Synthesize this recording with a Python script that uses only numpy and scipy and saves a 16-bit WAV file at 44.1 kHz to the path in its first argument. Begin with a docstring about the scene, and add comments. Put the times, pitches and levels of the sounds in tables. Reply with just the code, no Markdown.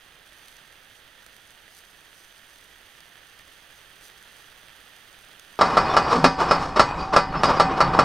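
"""First a faint, crackling hiss: coloured noise with a grainy top and small scattered ticks.
It cuts abruptly to a seat on a roller coaster train climbing its lift hill. At each clack the anti-rollback
pawl drops into the rack and rings the steel car, made from fading sine tones and bursts of noise.
Between the clacks, swells of noise give the softer clatter of the chain and the other cars; rough noise and
narrow resonances make the wheels rumble and squeak. The close microphone rounds off the peaks."""
import sys
import numpy as np
from scipy import signal
from scipy.fft import rfft, irfft, next_fast_len
from scipy.io import wavfile

SR = 44100
rng = np.random.default_rng(int(sys.argv[2]) if len(sys.argv) > 2 else 0)


def to_wav(sig):
    """Store sig (one row per channel, or 1-D mono) as 16-bit WAV at the path in sys.argv[1].

    Samples outside -1..1 are clipped; the rate is SR.
    """
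    pcm = np.clip(np.atleast_2d(sig), -1, 1) * 32767
    pcm = np.round(pcm).astype(np.int16)
    wavfile.write(sys.argv[1], SR, pcm.T)  # frames by channels


N = 354563
TIME = np.arange(N) / SR   # seconds
CUT_S = 5.590   # the hiss ends and the train begins
CUTOFF_HZ = 15700

# The pawl rides up a tooth and drops. Each row: drop in seconds, relative blow in dB, relative rattle in dB,
# hardness as a treble tilt in dB, relative scrape before the drop in dB.
CLACKS = [(5.6095, -2.5, -2.5, 1, -18.5), (5.7686, -2.5, -3, 0.5, -24.5), (5.9649, -3.5, -0.5, 0, -19.5),
          (6.2410, 0.5, 4.5, -2, -47), (6.5090, -3.5, -3, -0.5, -21), (6.7600, -20, -12, -9, -59),
          (6.7940, -0.5, 2.5, -0.5, -12.5), (7.134, -22, -16, -1, -47), (7.1616, 0, 1.5, -0.5, -12.5),
          (7.339, -24, -34, 6.5, -64), (7.433, -6, -1, -2, -31), (7.5970, -1.5, 0, -1, -21.5),
          (7.8036, -3.5, -2.5, 1, -21.5), (7.9884, -2, -2, -0.5, -35)]
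# Modes of the steel car. Each row: pitch in Hz, relative level in dB, time to fade by 60 dB in seconds.
CAR_MODES = [(167.1, -28, 0.43), (264, -28, 0.27), (382, -18, 0.08), (476.7, -23.5, 0.24),
             (515, -13.5, 0.11), (574.2, -15, 0.17), (614, -16.5, 0.06), (683, -29, 0.068),
             (763.9, -30.4, 0.94), (826, -17.5, 0.17), (900, -25, 0.053), (963, -22.2, 0.44),
             (1032, -26, 0.26), (1096, -7.5, 0.07), (1148, -22, 0.2), (1178, -14.5, 0.26),
             (1211, -12, 0.14), (1343, -8.5, 0.12), (1420, -16, 0.049), (1521, -24, 0.33),
             (1671, -21.5, 0.19), (1794, -33.5, 0.72), (2024, -27, 0.3), (2150, -31, 0.16),
             (2463, -37.5, 0.26)]
# Colour of the car's frame. Each row: frequency in Hz, relative level in dB per Hz.
FRAME_COLOUR = [(40, -18.5), (150, -5.5), (330, -7), (550, -2), (1300, 3), (1700, -13), (3000, -24),
                (6000, -75)]
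# Colours of the pawl's rattle and its crack. Each row: frequency in Hz, relative level in dB per Hz.
RATTLE_COLOUR = [(600, -6.5), (1700, 9), (2400, 1.5), (3500, -1.5), (4400, 3), (5350, 0.5), (6100, -8.5),
                 (7500, -12), (9000, -14.5), (11000, -34), (15000, -66)]
CRACK_COLOUR = [(1000, 4.5), (10000, 4), (12000, -7), (14500, -6), (16000, -19)]
# Bright modes of the pawl and rack. Each row: pitch in Hz, width in Hz, level over the broad rattle in dB.
RACK_MODES = [(2480, 15, -6), (2493, 14, 9), (2932, 21, 5.5), (3300, 10, 4.5), (3835, 49, 3.5),
              (4480, 18, 9.5), (4470, 10, 1), (4630, 9, 6.5), (4710, 6.6, 4), (4940, 5.5, 7.5),
              (5310, 125, 3), (5740, 8.8, -0.5), (6500, 12, 6), (6250, 7.6, -9), (7030, 37, -2.5),
              (7700, 2.9, 11), (8140, 31, 2), (9000, 51, -7), (10200, 23, -5)]

# Chain and farther pawls, between the clacks. Each row: peak in seconds, fall in seconds,
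# relative level in dB, treble against that level in dB.
CLATTER = [(5.690, 0.2, -25, 4.5), (5.900, 0.056, -27, -10), (6.082, 0.029, -21.5, -4),
           (6.137, 0.066, -18, 4.5), (6.412, 0.04, -16, 3), (6.540, 0.061, -28.5, 7),
           (6.630, 0.069, -28, 8), (6.932, 0.026, -31, -16), (7.01, 0.089, -30, 4),
           (7.361, 0.022, -22.5, -10), (7.455, 0.023, -23, 6), (7.500, 0.039, -14.5, -2),
           (7.714, 0.042, -23.5, -13), (7.850, 0.12, -25, -19), (7.948, 0.03, -18.5, -2.5)]
# Colour of the clatter. Each row: frequency in Hz, relative level in dB per Hz.
CLATTER_COLOUR = [(60, -15), (200, -6), (450, -2), (800, -2), (1150, 5.5), (1380, -3.5), (1550, -7.5),
                  (2400, -18), (3400, -20.5), (5300, -22.5), (6400, -31), (9000, -38.5), (11000, -51),
                  (15000, -56)]
SCRAPE_LEAD_S, SCRAPE_FALL_S, SCRAPE_TREBLE_DB = 0.021, 0.018, -1   # it peaks this long before each drop
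RISE_SHARE = 0.4   # a swell's rise time as a share of its fall time

# Rolling of the wheels over time. Each row: time in seconds, relative level in dB.
ROLLING_LEVEL = [(5.59, -28), (5.95, -24.5), (6.23, -34), (6.35, -34), (6.55, -26), (6.72, -35.5),
                 (6.9, -30), (7.1, -37.5), (7.5, -29.5), (7.85, -31), (8.04, -28.5)]
# Colours of the rolling and of the swaying car. Each row: frequency in Hz, relative level in dB per Hz.
ROLLING_COLOUR = [(20, -20), (70, -5.5), (150, -2), (330, -3), (600, -6), (800, 3), (1200, -1),
                  (1550, -8.5), (3300, -22), (5000, -31.5), (6500, -36.5), (9000, -42), (15000, -56)]
SWAY_COLOUR = [(15, -8), (30, -5), (43, -0.5), (65, -5.5), (120, -25), (400, -63), (2000, -100)]
# Low modes kept going by the wheels. Each row: pitch in Hz, width in Hz, relative level in dB.
DRONE_MODES = [(165, 25, -0.5), (270, 25, -5), (137, 7.5, -2.5)]
DRONE_DB, DRONE_GROWS_DB_PER_S = -45.5, 6   # relative level before following the rolling
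DRONE_FOLLOWS = 0.5   # share of the rolling's swing in dB
SWAY_DB, SWAY_GROWS_DB_PER_S = -41.5, 1.7   # relative level at the cut
# The car booms over a track joint. Each row: middle in seconds, length in seconds, pitch in Hz, relative dB.
BOOMS = [(6.140, .06, 467, -24), (6.175, .06, 261, -23.5), (6.225, 0.14, 170, -26.5),
         (6.268, 0.049, 256, -22), (6.320, 0.069, 268, -31), (7.240, .06, 171, -34), (7.880, .12, 145, -35)]
# Wheel and chain squeaks. Each row: middle in seconds, length in seconds, pitch in Hz, relative level in dB.
SQUEAKS = [(5.84, 0.085, 4900, -43.5), (5.917, 0.05, 3570, -37), (5.925, .05, 5580, -41.5),
           (6.037, 0.036, 4770, -41), (6.102, 0.069, 4770, -40), (6.115, 0.028, 4000, -39),
           (6.529, 0.076, 5160, -35), (6.96, .18, 2480, -47), (7.02, 0.067, 4750, -42),
           (7.37, .06, 2650, -42), (7.389, 0.045, 5190, -44), (7.461, 0.052, 4880, -32),
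           (7.582, 0.041, 4840, -39), (7.690, 0.12, 2480, -46.5)]

SINGING_HZ, SINGING_DB = 764.2, -36   # a steel mode that the chain keeps sounding
LINKS_PER_S, LINK_LOW_HZ, LINK_HIGH_HZ, LINK_T60_S = 45, 4190, 5870, 0.1   # small steel parts of the chain
# The track heard from all around. Each row: frequency in Hz, relative level in dB per Hz.
AROUND_COLOUR = [(40, -35), (110, -34), (200, -16), (290, -2.5), (420, 5.5), (650, -3), (800, -3),
                 (1200, -20), (1600, -7), (2200, -38), (3200, -28.5), (4000, -49), (9000, -55),
                 (15000, -53)]
AROUND_DB = -52

# The hiss over time. Each row: time in seconds, body level in dB, level of the grainy top in dB.
HISS_LEVEL = [(0, -53, -61), (0.2, -53.5, -62.5), (0.45, -52, -58), (0.85, -53, -61.5), (1.65, -53.5, -60),
              (2.2, -53.5, -58.5), (2.8, -52.5, -59.5), (3.2, -52.5, -60), (4.2, -51.5, -58),
              (5.59, -51.5, -59)]
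# Colours of the body and of the grainy top. Each row: frequency in Hz, relative level in dB per Hz.
HISS_BODY = [(20, 1.5), (33, 3.5), (60, -1.5), (240, -6), (650, -4.5), (1020, -5.5), (1400, -1), (1850, 2),
             (2200, -4), (2900, -1.5), (3300, 0.5), (3950, -7.5), (5400, -14), (7000, -22)]
HISS_FIZZ = [(2500, -9), (4950, 1.5), (5500, -3.5), (6200, 5), (7050, -6), (7400, -1), (7800, -5),
             (8400, 0), (9700, -0.5), (10450, -4.5), (11600, -6.5), (12300, -2), (13300, -7.5),
             (15500, -13.5)]
# The fizz thickens briefly. Each row: middle in seconds, level in dB.
FLURRIES = [(0.51, -59), (0.96, -59), (1.77, -54.5), (2.18, -58), (2.55, -59), (4.05, -52.5)]
FLURRY_S = 0.031   # half width of a flurry
# Ticks in the hiss. Each row: start in seconds, relative level in dB.
TICKS = [(0.483, -31), (.5677, -34), (1.2637, -30), (1.3653, -30.5), (1.506, -35), (3.005, -32),
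         (4.227, -35), (5.1283, -36), (5.3965, -29)]
# Hollows in the hiss. Each row: centre in Hz, width in Hz, depth from 0 to 1.
HISS_DIPS = [(248, 22, 0.38), (1025, 36, 0.73), (5370, 220, 0.8), (6700, 220, 0.44), (7670, 380, 0.73)]
# Left against right. Each row: frequency in Hz, left minus right in dB.
HISS_BALANCE = [(60, -1.5), (200, -7), (700, -12.5), (1290, -9.5), (2380, -8.5), (4400, -5.5), (8120, -2),
                (15000, 3.5)]
# How alike the two sides are. Each row: frequency in Hz, correlation from 0 to 1.
HISS_LIKENESS = [(60, 0.8), (640, 1), (1400, 0.86), (3100, 0.85), (7000, 0.54), (15000, 0.78)]
# Delay of the right side. Each row: frequency in Hz, lag in radians.
HISS_PHASE = [(500, 0.046), (2300, 0.57), (5500, 0.42), (8000, 0.23), (15000, .05)]


def from_db(db):
    """Decibels to gain."""
    return 10 ** (np.asarray(db) / 20)


def rms_one(x):
    """Scale to an average strength (rms) of 1."""
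    return x / np.sqrt(np.mean(x ** 2) + 1e-20)


def in_time(rows):
    """Draw one smooth-running curve over time for each column of a table."""
    s, *columns = np.transpose(rows)
    return [np.interp(TIME, s, column) for column in columns]


def at_bins(points, size):
    """Read a table, over log frequency, at the bins of a transform."""
    hz, value = np.transpose(points)
    bins_hz = np.fft.rfftfreq(size, 1 / SR)
    return np.interp(np.log(bins_hz + 1), np.log(hz), value)


def shaped(x, spectrum):
    """Colour a signal by a spectrum in dB."""
    length = x.shape[-1]
    size = next_fast_len(length, True)
    return irfft(rfft(x, size) * from_db(at_bins(spectrum, size)), size)[..., :length]


def noise(spectrum, grain_db=0):
    """Coloured noise of rms 1; uneven sizes of its tiny impacts make it grainy."""
    sizes = from_db(grain_db * np.minimum(rng.exponential(1, N), 7))
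    return rms_one(shaped(rng.standard_normal(N) * sizes, spectrum))


def drift(rate):
    """Wander at random: straight lines between random values, so many values a second."""
    knots = rng.standard_normal(4000)
    return np.interp(TIME * rate, np.arange(len(knots)), knots)


def resonance(x, hz, width_hz):
    """Two-pole resonance with gain 1 at its peak."""
    r = np.exp(-np.pi * width_hz / SR)
    feed = np.array([1, 0, -1]) * (1 - r * r) / 2
    back = [1, -2 * r * np.cos(2 * np.pi * hz / SR), r * r]
    return signal.lfilter(feed, back, x)


def ringing(x, modes):
    """A rough force heard through steel: its modes (Hz, width Hz, dB) stand out and ring on."""
    return x + sum(from_db(db) * resonance(x, hz, width_hz) for hz, width_hz, db in modes)


def dying(t, t60):
    """Envelope that loses 60 dB in t60 seconds."""
    return np.exp(-np.log(1000) * t / t60)


def strikes(times, gains, response):
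    """Place one copy of a response at each time."""
    out = np.zeros(N)
    for s, gain in zip(times, gains):
        start = int(s * SR)
        out[start:start + len(response)] += gain * response[:N - start]
    return out


def brief_tones(rows, width_hz, taper):
    """A narrow resonance, rubbed at random, swells and fades once for each row."""
    out = np.zeros(N)
    for s, length_s, hz, db in rows:
        window = signal.windows.tukey(int(1.5 * length_s * SR), taper)
        rubbed = resonance(rng.standard_normal(SR), hz, width_hz)
        tone = resonance(rubbed, hz, width_hz)[-len(window):]
        start_s = s - len(window) / SR / 2
        out += strikes([start_s], [from_db(db)], window * rms_one(tone))
    return out


def car_blows(knock_hz, knock_s, knock_db, modes_db, frame_db, frame_t60, build_s, vary_db, fresh_db):
    """Each blow: a short knock, the car's clear modes, and the dense modes of the frame around it."""
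    t, out = TIME[:SR], np.zeros(N)
    knock = t / knock_s * np.exp(1 - t / knock_s) * np.sin(2 * np.pi * knock_hz * t)
    modes = np.array([from_db(db) * dying(t, t60) * np.sin(2 * np.pi * (hz * t + rng.random()))
                      for hz, db, t60 in CAR_MODES])
    frame = noise(FRAME_COLOUR)
    arrival = 1 - np.exp(-(t / build_s) ** 2)   # the blow takes a moment to spread through the steel
    for s, blow_db, _, tilt_db, _ in CLACKS:
        # the same car answers every time, but each tooth is met a little differently
        mode_gains = from_db(modes_db + vary_db * rng.standard_normal(len(CAR_MODES)))
        clear = mode_gains @ modes
        fresh = from_db(fresh_db) * np.roll(frame, int(s * SR))[:SR]
        dense = rms_one(frame[:SR] + fresh) * dying(t, frame_t60)
        blow = arrival * (from_db(knock_db) * knock + clear + from_db(frame_db) * dense)
        hardness = [(400, -tilt_db), (1600, tilt_db)]   # a harder blow favours the higher modes
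        out += strikes([s], [from_db(blow_db)], shaped(blow, hardness)[:-SR // 10])
    return out


def pawl_rattle(rattle_db, rise_s, rattle_t60, tail_db, tail_t60, crack_db, crack_t60):
    """The pawl meets the tooth with a crack and chatters on it: two fading bursts of noise."""
    s, _, bright_db, _, _ = np.transpose(CLACKS)
    t = TIME[:SR]
    fall = dying(t, rattle_t60) + from_db(tail_db) * dying(t, tail_t60)
    fade = (1 - np.exp(-t / rise_s)) * fall
    rattle = strikes(s, from_db(bright_db + rattle_db), fade) * noise(RATTLE_COLOUR, grain_db=2)
    crack = strikes(s, from_db(bright_db + crack_db), dying(t, crack_t60)) * noise(CRACK_COLOUR)
    return rattle + crack


def clatter(split_hz, wander_db):
    """The pawl's scrape and the farther blows arrive smeared by the structure: they swell and die away."""
    scrapes = [(s - SCRAPE_LEAD_S, SCRAPE_FALL_S, db, SCRAPE_TREBLE_DB) for s, *_, db in CLACKS]
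    body_power, treble_power = np.zeros(N), np.zeros(N)
    for s, fall_s, db, treble_db in CLATTER + scrapes:
        rise = (np.minimum(TIME - s, 0) / (RISE_SHARE * fall_s)) ** 2
        fall = 2 * np.maximum(TIME - s, 0) / fall_s
        swell = np.exp(-np.minimum(rise + fall, 20))
        body_power += swell * from_db(db) ** 2
        treble_power += swell * from_db(db + treble_db) ** 2
    grains = noise(CLATTER_COLOUR, grain_db=2.2)
    grains = grains * from_db(wander_db * drift(130))
    low = signal.sosfiltfilt(signal.butter(2, split_hz, fs=SR, output="sos"), grains)
    return np.sqrt(body_power) * low + np.sqrt(treble_power) * (grains - low)


def through_car(x, boost_db):
    """A rough sound also excites the car's modes."""
    return ringing(x, [(hz, np.log(1000) / np.pi / t60, boost_db) for hz, _, t60 in CAR_MODES])


def wheels(flutter_db, drone_cut_hz):
    """Rolling rumbles and keeps the car's low modes droning; drone and sway grow as the train climbs."""
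    rolling_db, = in_time(ROLLING_LEVEL)
    climbed_s = np.maximum(TIME - CUT_S, 0)
    swing_db = rolling_db - rolling_db[TIME > CUT_S].mean()
    drone_db = DRONE_DB + DRONE_GROWS_DB_PER_S * climbed_s + DRONE_FOLLOWS * swing_db
    road = signal.sosfilt(signal.butter(2, drone_cut_hz, fs=SR, output="sos"), rng.standard_normal(N))
    drone = rms_one(sum(from_db(db) * resonance(road, hz, width) for hz, width, db in DRONE_MODES))
    rolling = noise(ROLLING_COLOUR, grain_db=3.5) * from_db(flutter_db * drift(60))
    sway = from_db(SWAY_DB + SWAY_GROWS_DB_PER_S * climbed_s) * noise(SWAY_COLOUR)
    return from_db(rolling_db) * rolling + from_db(drone_db) * drone + sway


def joint_booms():
    """The car booms over a track joint: low resonances swell briefly."""
    return brief_tones(BOOMS, width_hz=27, taper=0.86)


def wheel_squeaks():
    """Wheels and chain squeak: high resonances, rubbed at random, swell briefly."""
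    return from_db(-3.5) * brief_tones(SQUEAKS, width_hz=135, taper=0.64)


def singing_steel(waver_turns, flutter_db):
    """One steel mode sings throughout, wavering in pitch and strength."""
    tone = np.sin(2 * np.pi * (SINGING_HZ * TIME + waver_turns * drift(14)))
    return from_db(SINGING_DB) * rms_one(tone * from_db(flutter_db * drift(25)))


def chain_links(level_db, spread_db, count=16):
    """Chain links touch at random and ring briefly, louder as the rolling grows."""
    rolling_db, = in_time(ROLLING_LEVEL)
    touch_db = rolling_db + level_db + spread_db * np.clip(rng.standard_normal(N), -2, 2)
    touches = (rng.random(N) < LINKS_PER_S / SR) * from_db(touch_db)
    which = rng.integers(0, count, N)   # each touch sounds one of the pitches
    pitches = np.geomspace(LINK_LOW_HZ, LINK_HIGH_HZ, count) * rng.uniform(0.98, 1.02, count)
    t, out = TIME[:SR // 4], np.zeros(N)
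    for k, hz in enumerate(pitches):
        at = np.flatnonzero(touches * (which == k))
        ring = (dying(t, LINK_T60_S) - dying(t, LINK_T60_S / 2)) * np.sin(2 * np.pi * hz * t)
        out += strikes(at / SR, touches[at] * LINK_LOW_HZ / hz, ring)
    return out


def track_around():
    """A faint wash of the track from all around, added to one side and taken from the other."""
    return from_db(AROUND_DB) * noise(AROUND_COLOUR) * [[1], [-1]]


def hiss(tick_db, tick_t60, flicker_db, wander_db):
    """A soft hiss of coloured noise with a grainy top, flurries and scattered ticks."""
    body_db, top_db = in_time(HISS_LEVEL)
    flurry_power = sum(from_db(db) ** 2 * np.exp(-np.minimum(((TIME - s) / FLURRY_S) ** 2, 20))
                       for s, db in FLURRIES)
    fizz_level = np.sqrt(from_db(top_db + wander_db * drift(14)) ** 2 + flurry_power)
    s, db = np.transpose(TICKS)
    ticks = strikes(s, from_db(db + tick_db), dying(TIME[:SR], tick_t60))
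    flicker = from_db(flicker_db * drift(110))

    def layer():
        body = from_db(body_db) * noise(HISS_BODY, grain_db=3.0)
        fizz = fizz_level * noise(HISS_FIZZ, grain_db=4.0)
        tick_noise = noise(HISS_FIZZ) + from_db(-5.5) * noise(HISS_BODY)
        return flicker * (body + fizz) + ticks * tick_noise

    return spread_sides(layer(), layer())


def spread_sides(mid, side):
    """Mix a shared and a differing layer into left and right, then set balance and lag by pitch."""
    size, signs = next_fast_len(N, True), np.array([[1], [-1]])
    alike = np.clip(at_bins(HISS_LIKENESS, size), 0, 1)
    shared = np.sqrt((1 + alike) / 2) * rfft(mid, size)
    differing = np.sqrt((1 - alike) / 2) * rfft(side, size)
    pair = shared + signs * differing
    pan = from_db(signs * at_bins(HISS_BALANCE, size) / 2)
    pair[1] *= np.exp(-1j * at_bins(HISS_PHASE, size))
    return irfft(pair * pan / pan.mean(axis=0), size)[:, :N]


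def hollowed(x):
    """Narrow dips colour the hiss."""
    return x - sum(np.clip(depth, 0, 1) * resonance(x, hz, width_hz) for hz, width_hz, depth in HISS_DIPS)


def scene():
    """The hiss gives way at once to the climbing train, heard almost in mono."""
    blows = car_blows(knock_hz=896, knock_s=0.0014, knock_db=-10.5, modes_db=-0.06, frame_db=-8,
                      frame_t60=0.13, build_s=0.0013, vary_db=0.5, fresh_db=-4)
    rattle = pawl_rattle(rattle_db=-18.0, rise_s=0.0023, rattle_t60=0.081, tail_db=-12.5, tail_t60=0.28,
                         crack_db=-39, crack_t60=0.082)
    chain = from_db(-2) * through_car(clatter(split_hz=4600, wander_db=1.3), boost_db=-6.5)
    rolling = wheels(flutter_db=1.0, drone_cut_hz=480) + joint_booms()
    steel = singing_steel(waver_turns=0.12, flutter_db=3.5) + chain_links(level_db=-5.5, spread_db=1.5)
    train = blows + steel + ringing(rattle + chain + rolling + wheel_squeaks(), RACK_MODES)
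    before = hollowed(hiss(tick_db=-9.5, tick_t60=0.011, flicker_db=0.52, wander_db=0.6))
    return np.where(TIME < CUT_S, before, train + track_around())


def record(dry):
    """The microphone rounds off the loudest peaks and the top is cut."""
    top = 1.0   # the rounded wave stays below this
    rounded = dry / (1 + (dry / top) ** 4) ** (1 / 4)
    return signal.sosfilt(signal.ellip(10, 0.1, 80, CUTOFF_HZ, fs=SR, output="sos"), rounded)


dry = scene()
out = record(dry)
to_wav(out)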